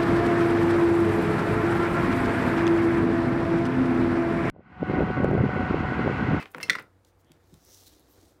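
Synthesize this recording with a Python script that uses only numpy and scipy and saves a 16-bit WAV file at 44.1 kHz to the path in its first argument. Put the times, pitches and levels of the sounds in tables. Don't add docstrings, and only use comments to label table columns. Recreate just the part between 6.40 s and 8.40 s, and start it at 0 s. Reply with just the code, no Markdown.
import sys
import numpy as np
from scipy import signal
from scipy.fft import rfft, irfft, next_fast_len
from scipy.io import wavfile
from scipy.ndimage import map_coordinates

SR = 44100
rng = np.random.default_rng(int(sys.argv[2]) if len(sys.argv) > 2 else 0)


def store_pcm(level_fs):
    pcm = np.round(np.clip(level_fs, -1, 1) * 32767).astype(np.int16)
    wavfile.write(sys.argv[1], SR, np.atleast_2d(pcm).T)


N = 88200
EVENT_T_S = np.arange(SR // 2) / SR


def amp(db):
    return 10 ** (np.asarray(db) / 20)


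def unit(x):
    return x / np.sqrt(np.mean(x ** 2) + 1e-20)


def along(points, hz):
    point_hz, values = np.transpose(points)
    return np.interp(np.log(hz + 1), np.log(point_hz + 1), values)


def noise(colour, size, tilt_db_per_octave=0):
    hz = np.fft.rfftfreq(size, 1 / SR)
    gain_db = along(colour, hz) + tilt_db_per_octave * np.log2(hz + 1)
    spectrum = rfft(rng.standard_normal(size)) * amp(gain_db)
    return unit(irfft(spectrum, size))


def wobble(knots_per_s):
    knots = rng.standard_normal(4096)
    return map_coordinates(knots, [np.arange(N) * knots_per_s / SR], mode="wrap")


def fade(t60_s):
    return np.exp(-np.log(1000) * EVENT_T_S / t60_s)


def build_up(time_s):
    return 1 - np.exp(-EVENT_T_S / time_s)


def high_pass(x, order, cut_hz):
    return signal.sosfilt(signal.butter(order, cut_hz, "highpass", fs=SR, output="sos"), x)


def ring(modes, pitch=1, tilt_db_per_octave=0, build_cycles=0.51):
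    out = np.zeros(len(EVENT_T_S))
    for hz, db, t60_s in modes:
        level = amp(db + tilt_db_per_octave * np.log2(hz / modes[0][0]))
        envelope = fade(t60_s) * build_up(build_cycles / hz)
        out += level * envelope * np.sin(2 * np.pi * hz * pitch * EVENT_T_S)
    return out


def add(track, start_s, sound):
    i = max(0, round(start_s * SR))
    track[i:i + len(sound)] += sound[:N - i]


def strikes(rows, modes, crack, crack_db, crack_t60_s, low_hz, build_cycles):
    out = np.zeros(N)
    for start_s, db, pitch, tilt in rows:
        body = ring(modes, pitch, tilt, build_cycles)
        crack_noise = fade(crack_t60_s) * noise(crack, len(EVENT_T_S), tilt)
        add(out, start_s, amp(db) * (body + amp(crack_db) * crack_noise))
    return high_pass(out, 3, low_hz)


def swells(rows, colour, grain_db, grain_knots_per_s):
    t_s, out = np.arange(N) / SR, np.zeros(N)
    for peak_s, db, rise_s, fall_s, tilt in rows:
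        side_s = np.where(t_s < peak_s, rise_s, fall_s)
        envelope = np.exp(-((t_s - peak_s) / side_s) ** 2)
        out += amp(db) * envelope * noise(colour, N, tilt)
    return out * unit(amp(grain_db * wobble(grain_knots_per_s)))


# frequency in Hz, relative level in dB.
AIR_SPECTRUM = [(15, -35.5), (25, -4.5), (108, -6.5), (326, -19), (373, -22), (489, -9.5), (624, -18),
                (677, -14), (988, -19), (1190, -20), (2000, -25.5), (2760, -32.5), (16000, -41.5)]


def air(level_db=-66.5):
    return amp(level_db) * noise(AIR_SPECTRUM, N)


# centre in Hz, width in Hz, level in dB.
HUM_BANDS = [(64, 14, -75.5), (95, 5.3, -68), (285.7, 44, -75.5), (350, 40, -76), (481, 11, -80.5),
             (904, 8.3, -86.5)]


def hum(swell_db=1.0):
    out = np.zeros(N)
    for hz, width_hz, db in HUM_BANDS:
        band = [(max(hz - 4 * width_hz, 1), -45), (hz - width_hz, -13), (hz, 0),
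                (hz + width_hz, -13), (hz + 4 * width_hz, -45), (hz * 4, -100)]
        out += amp(db) * noise(band, N)
    return out * amp(swell_db * wobble(6))


# frequency in Hz, t60 in s.
ROOM_DECAY = [(100, .3), (500, 0.41), (1200, 0.26), (2000, .18), (6000, 0.2), (14000, .19)]


def room(x, level_db=-13, wall_delay_s=0.0093):
    hz, t_s, cells = signal.stft(rng.standard_normal(len(EVENT_T_S)), SR, nperseg=256)
    decay = np.exp(-np.log(1000) * t_s / along(ROOM_DECAY, hz)[:, None])
    tail = signal.istft(cells * decay, SR, nperseg=256)[1][:len(EVENT_T_S)]
    tail = tail * (1 - np.exp(-(EVENT_T_S / wall_delay_s) ** 2))
    return amp(level_db) * signal.fftconvolve(x, tail / np.linalg.norm(tail))[:N]


# peak in s, level in dB, rise in s, fall in s, brightness in dB per octave.
ARM_RUBS = [(.92, -68, 0.087, 0.13, 4.5), (1.33, -65, 0.26, 0.15, 1), (1.56, -62.5, 0.13, 0.1, -2),
            (1.83, -63, 0.24, 0.21, -1)]
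# frequency in Hz, relative level in dB.
RUB_SPECTRUM = [(50, -6.5), (70, 8.5), (130, -23.5), (300, 2), (550, -7.5), (900, -15), (2000, -22.5),
                (5000, -52)]


def arm_rubs():
    return swells(ARM_RUBS, RUB_SPECTRUM, grain_db=3.5, grain_knots_per_s=79)


# peak in s, level in dB, rise in s, fall in s, brightness in dB per octave.
PAPER_STROKES = [(.68, -70, 0.026, 0.028, -0.5), (.808, -70, 0.019, 0.012, 3), (.94, -69, .06, 0.17, -5.5),
                 (1.18, -69, 0.14, 0.048, -0.5), (1.365, -56.5, 0.12, 0.14, 1),
                 (1.472, -51, 0.011, 0.013, 2), (1.5, -63, 0.05, 0.12, -1.5),
                 (1.725, -69.5, 0.048, 0.044, 2.5), (1.83, -66, 0.19, 0.12, -0.5)]
# frequency in Hz, relative level in dB.
PAPER_SPECTRUM = [(300, -22), (1200, -11), (2600, -7.5), (3800, 0.5), (4700, -1.5), (6000, -0.5),
                  (7400, -3), (9300, -6), (12000, -6), (15500, -5)]


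def paper_strokes():
    return swells(PAPER_STROKES, PAPER_SPECTRUM, grain_db=2, grain_knots_per_s=460)


# peak in s, level in dB, rise in s, fall in s, centre in Hz.
EDGE_WHISPERS = [(.895, -75, 0.049, 0.056, 3200), (1.35, -61.5, .11, .08, 5800),
                 (1.55, -76.5, 0.12, 0.28, 3993), (1.473, -58.5, 0.01, .015, 4020),
                 (1.72, -67.5, .03, .04, 13190), (1.87, -76, .05, 0.04, 8910)]


def paper_whispers(half_width_octaves=0.28, edge_db=-12, skirt_db=-45):
    out, ratio = np.zeros(N), 2 ** half_width_octaves
    for *stroke, hz in EDGE_WHISPERS:
        band = [(hz / ratio ** 3, skirt_db), (hz / ratio, edge_db), (hz, 0),
                (hz * ratio, edge_db), (hz * ratio ** 3, skirt_db)]
        out += swells([(*stroke, 0)], band, grain_db=3.5, grain_knots_per_s=380)
    return out


# start in s, level in dB, t60 in s, centre in Hz.
FINGER_TICKS = [(0.116, -54, 0.042, 13200), (0.166, -62, 0.12, 12800), (.1828, -48, .015, 7000),
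                (.209, -52.5, .07, 13740), (0.357, -51, .015, 12000), (0.3961, -49.5, 0.019, 10800),
                (0.4239, -55, 0.019, 10850), (0.6486, -55, .016, 4390), (0.8462, -64, .012, 5500),
                (0.9182, -49.5, 0.011, 3580), (0.919, -52, 0.01, 9200), (1.1414, -45.5, 0.0032, 5000),
                (1.141, -55, .02, 1490), (1.25, -51.5, .012, 12140), (1.345, -48, .02, 5970),
                (1.596, -53.5, .012, 12030), (1.606, -62, .01, 11950), (1.701, -62, 0.013, 13990),
                (1.709, -62, 0.01, 14000), (1.922, -65.5, 0.0086, 13860)]


def ticks(half_width_octaves=0.8, skirt_db=-6, low_db=-22, high_db=-14):
    out, ratio = np.zeros(N), 2 ** half_width_octaves
    for start_s, db, t60_s, hz in FINGER_TICKS:
        band = [(hz / ratio ** 3, low_db), (hz / ratio, skirt_db), (hz, 0),
                (hz * ratio, skirt_db), (hz * ratio ** 2, high_db)]
        add(out, start_s, amp(db) * fade(t60_s) * noise(band, len(EVENT_T_S)))
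    return out


# start in s, level in dB, pitch factor.
HAND_BUMPS = [(.232, -43.5, 0.69), (.398, -45.5, 0.84), (0.843, -54.5, 0.97), (0.899, -46, 1.02),
              (.932, -60, 1), (1.034, -58, 1.072), (1.121, -44.5, 1.07), (1.133, -44.5, 0.56),
              (1.17, -53, 0.448)]
# frequency in Hz at pitch factor 1, relative level in dB, t60 in s.
HAND_BUMP_MODES = [(149.4, 0, 0.1), (260.4, 2, .06), (332, 0, .06)]


def hand_bumps(attack_s=0.0044):
    out = np.zeros(N)
    for start_s, db, pitch in HAND_BUMPS:
        add(out, start_s, amp(db) * build_up(attack_s) * ring(HAND_BUMP_MODES, pitch))
    return out


# start in s, level in dB, t60 in s.
DESK_THUDS = [(.005, -44.5, 0.1), (.028, -45.5, .12), (.148, -42, 0.24), (0.181, -47.5, 0.16),
              (0.231, -38.5, 0.14), (0.297, -35, 0.15), (.353, -58, 0.17), (0.396, -48, .13)]
# frequency in Hz, relative level in dB.
DESK_SPECTRUM = [(30, -47), (70, -17.5), (110, -9.5), (160, 4), (230, 0.5), (330, 0), (490, 0.5),
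                 (650, -10.5), (1100, -11), (2000, -27.5), (5000, -60)]


def desk_thuds(attack_s=0.009):
    out = np.zeros(N)
    for start_s, db, t60_s in DESK_THUDS:
        boom = fade(t60_s) * build_up(attack_s) * noise(DESK_SPECTRUM, len(EVENT_T_S))
        add(out, start_s, amp(db) * boom)
    return out


# peak in s, level in dB, rise in s, fall in s, brightness in dB per octave.
PAD_SCUFFS = [(.02, -45, .03, .022, 0), (.066, -58.5, .01, 0.029, 1), (.112, -64.5, .012, .02, 9.5),
              (.143, -57, .008, 0.0047, -0.5), (.158, -47.5, .006, .03, -4.5),
              (.214, -42.5, .007, .014, -0.5), (.262, -53, .012, .02, 0.5), (.292, -40.5, .008, .008, -5),
              (.366, -39, 0.0024, 0.0029, -5.5), (.4, -45, 0.021, .016, -2.5)]
# frequency in Hz, relative level in dB.
SCUFF_SPECTRUM = [(60, -33), (200, -1.5), (600, -4.5), (1200, -0.5), (2500, -1.5), (3600, -10), (5500, -20),
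                  (7000, -22), (15000, -27)]


def pad_scuffs():
    return swells(PAD_SCUFFS, SCUFF_SPECTRUM, grain_db=0.5, grain_knots_per_s=240)


# start in s, level in dB, pitch factor, brightness in dB per octave.
EDGE_KNOCKS = [(.002, -39, 1.4, -0.5), (.011, -38, 1, 1.5), (.028, -41, 1.11, 1.5), (.0573, -37, 1.6, -1),
               (.1474, -27, 1.02, -2), (.1825, -34.5, 0.75, 0.5), (.2026, -35.5, 1.4, 1.5),
               (.2215, -45, 2.61, -2.5), (.3528, -28.5, .95, -3.5), (.3972, -36, 0.93, -4)]
# frequency in Hz at pitch factor 1, relative level in dB, t60 in s.
BOARD_MODES = [(490, -14, .08), (740, -18, .04), (940, -14, .04), (1100, -9, .035), (1340, -2, .022),
               (1560, -7, .015), (1900, -6, .015)]
# frequency in Hz, relative level in dB.
BOARD_CRACK_SPECTRUM = [(200, -12.5), (800, 2), (1400, 7.5), (2400, 1), (3500, -12.5), (5000, -16.5),
                        (7000, -23), (15000, -32.5)]


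def board_knocks():
    return strikes(EDGE_KNOCKS, BOARD_MODES, BOARD_CRACK_SPECTRUM,
                   crack_db=-4, crack_t60_s=0.016, low_hz=398, build_cycles=0.067)


# start in s, level in dB, pitch factor, brightness in dB per octave.
LID_SNAPS = [(.001, -28.5, .95, -14), (.009, -38.5, 0.93, -13), (.026, -42.5, 0.86, -4),
             (.2083, -37.5, 0.98, -10.5), (.2297, -21, 0.98, -2), (.2816, -41, 0.6, -4)]
# frequency in Hz at pitch factor 1, relative level in dB, t60 in s.
LID_MODES = [(2153, -6.5, 0.073), (2730, -6.5, 0.078), (4200, -14, .06), (4470, -18.5, 0.092),
             (5240, 6, 0.0094), (5530, 2.5, .01), (6066, -8.5, 0.017), (9200, -9, .016),
             (9650, -14.5, 0.06)]
# frequency in Hz, relative level in dB.
LID_CRACK_SPECTRUM = [(300, -17), (1200, -8), (2500, 1.5), (3600, -10.5), (4600, -12.5), (5300, -0.5),
                      (7500, -7), (10000, -9.5), (15500, -16)]


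def lid_snaps():
    return strikes(LID_SNAPS, LID_MODES, LID_CRACK_SPECTRUM,
                   crack_db=-9.5, crack_t60_s=0.04, low_hz=1130, build_cycles=2.5)


# frequency in Hz, relative level in dB.
CASE_CRACK_SPECTRUM = [(200, -30.5), (900, -24), (1500, 0.5), (2200, 7.5), (2900, -13.5), (4000, -3),
                       (5800, -5), (6600, -14.5), (8800, -9), (10000, -26), (11300, -12.5), (12500, -22.5),
                       (15500, -13.5)]
# start in s, level in dB, pitch factor, brightness in dB per octave.
RIM_DROPS = [(.3523, -20, 1.005, -5), (.3548, -26, 0.74, -4.5), (.3851, -26.5, 1.02, -5)]
# frequency in Hz at pitch factor 1, relative level in dB, t60 in s.
RIM_MODES = [(1390, -2, .026), (1940, 0, .028), (2730, -9, .018), (3600, -14, .012), (4860, -8, .022)]


def rim_taps():
    return strikes(RIM_DROPS, RIM_MODES, CASE_CRACK_SPECTRUM,
                   crack_db=-11.5, crack_t60_s=0.036, low_hz=900, build_cycles=1.0)


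# start in s, level in dB, pitch factor, brightness in dB per octave.
CASE_CLACKS = [(.29705, -6.5, 0.99, -1.5), (.30162, -8.5, 0.96, -2.5), (.30315, -14, 1, -2.5),
               (.3143, -31, 0.65, -1.5), (.3316, -21.5, 1.01, -4)]
# frequency in Hz at pitch factor 1, relative level in dB, t60 in s.
CASE_MODES = [(1487, -14, .035), (1750, -14.5, .04), (1957.6, 1.5, 0.013), (2050, -13.5, .075),
              (2079, -13, 0.097), (2238, -16, 0.01), (3610, -6.5, 0.015), (4050, -4.5, 0.0075),
              (4430, -13.5, .022), (4980, -16.5, .018), (5730, -16, 0.014), (7302, -20.5, .014),
              (8980, -17.5, 0.0099), (11100, -26, 0.0081)]


def case_clacks():
    return strikes(CASE_CLACKS, CASE_MODES, CASE_CRACK_SPECTRUM,
                   crack_db=-11.5, crack_t60_s=0.021, low_hz=1350, build_cycles=0.87)


def scene():
    ink_pad = case_clacks() + rim_taps() + lid_snaps() + board_knocks() + pad_scuffs()
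    desk = desk_thuds() + hand_bumps()
    sliding = paper_strokes() + paper_whispers() + arm_rubs()
    near = ink_pad + desk + ticks() + sliding
    return (near + room(near) + hum() + air())[None]


def record(dry, low_cut_hz=42, top_hz=15900):
    size = next_fast_len(N + SR // 2)
    spectrum = rfft(high_pass(dry, 3, low_cut_hz), size)
    low_pass = 1 / (1 + (np.fft.rfftfreq(size, 1 / SR) / top_hz) ** 120)
    return irfft(spectrum * low_pass, size)[:, :N]


dry = scene()
out = record(dry)
store_pcm(out)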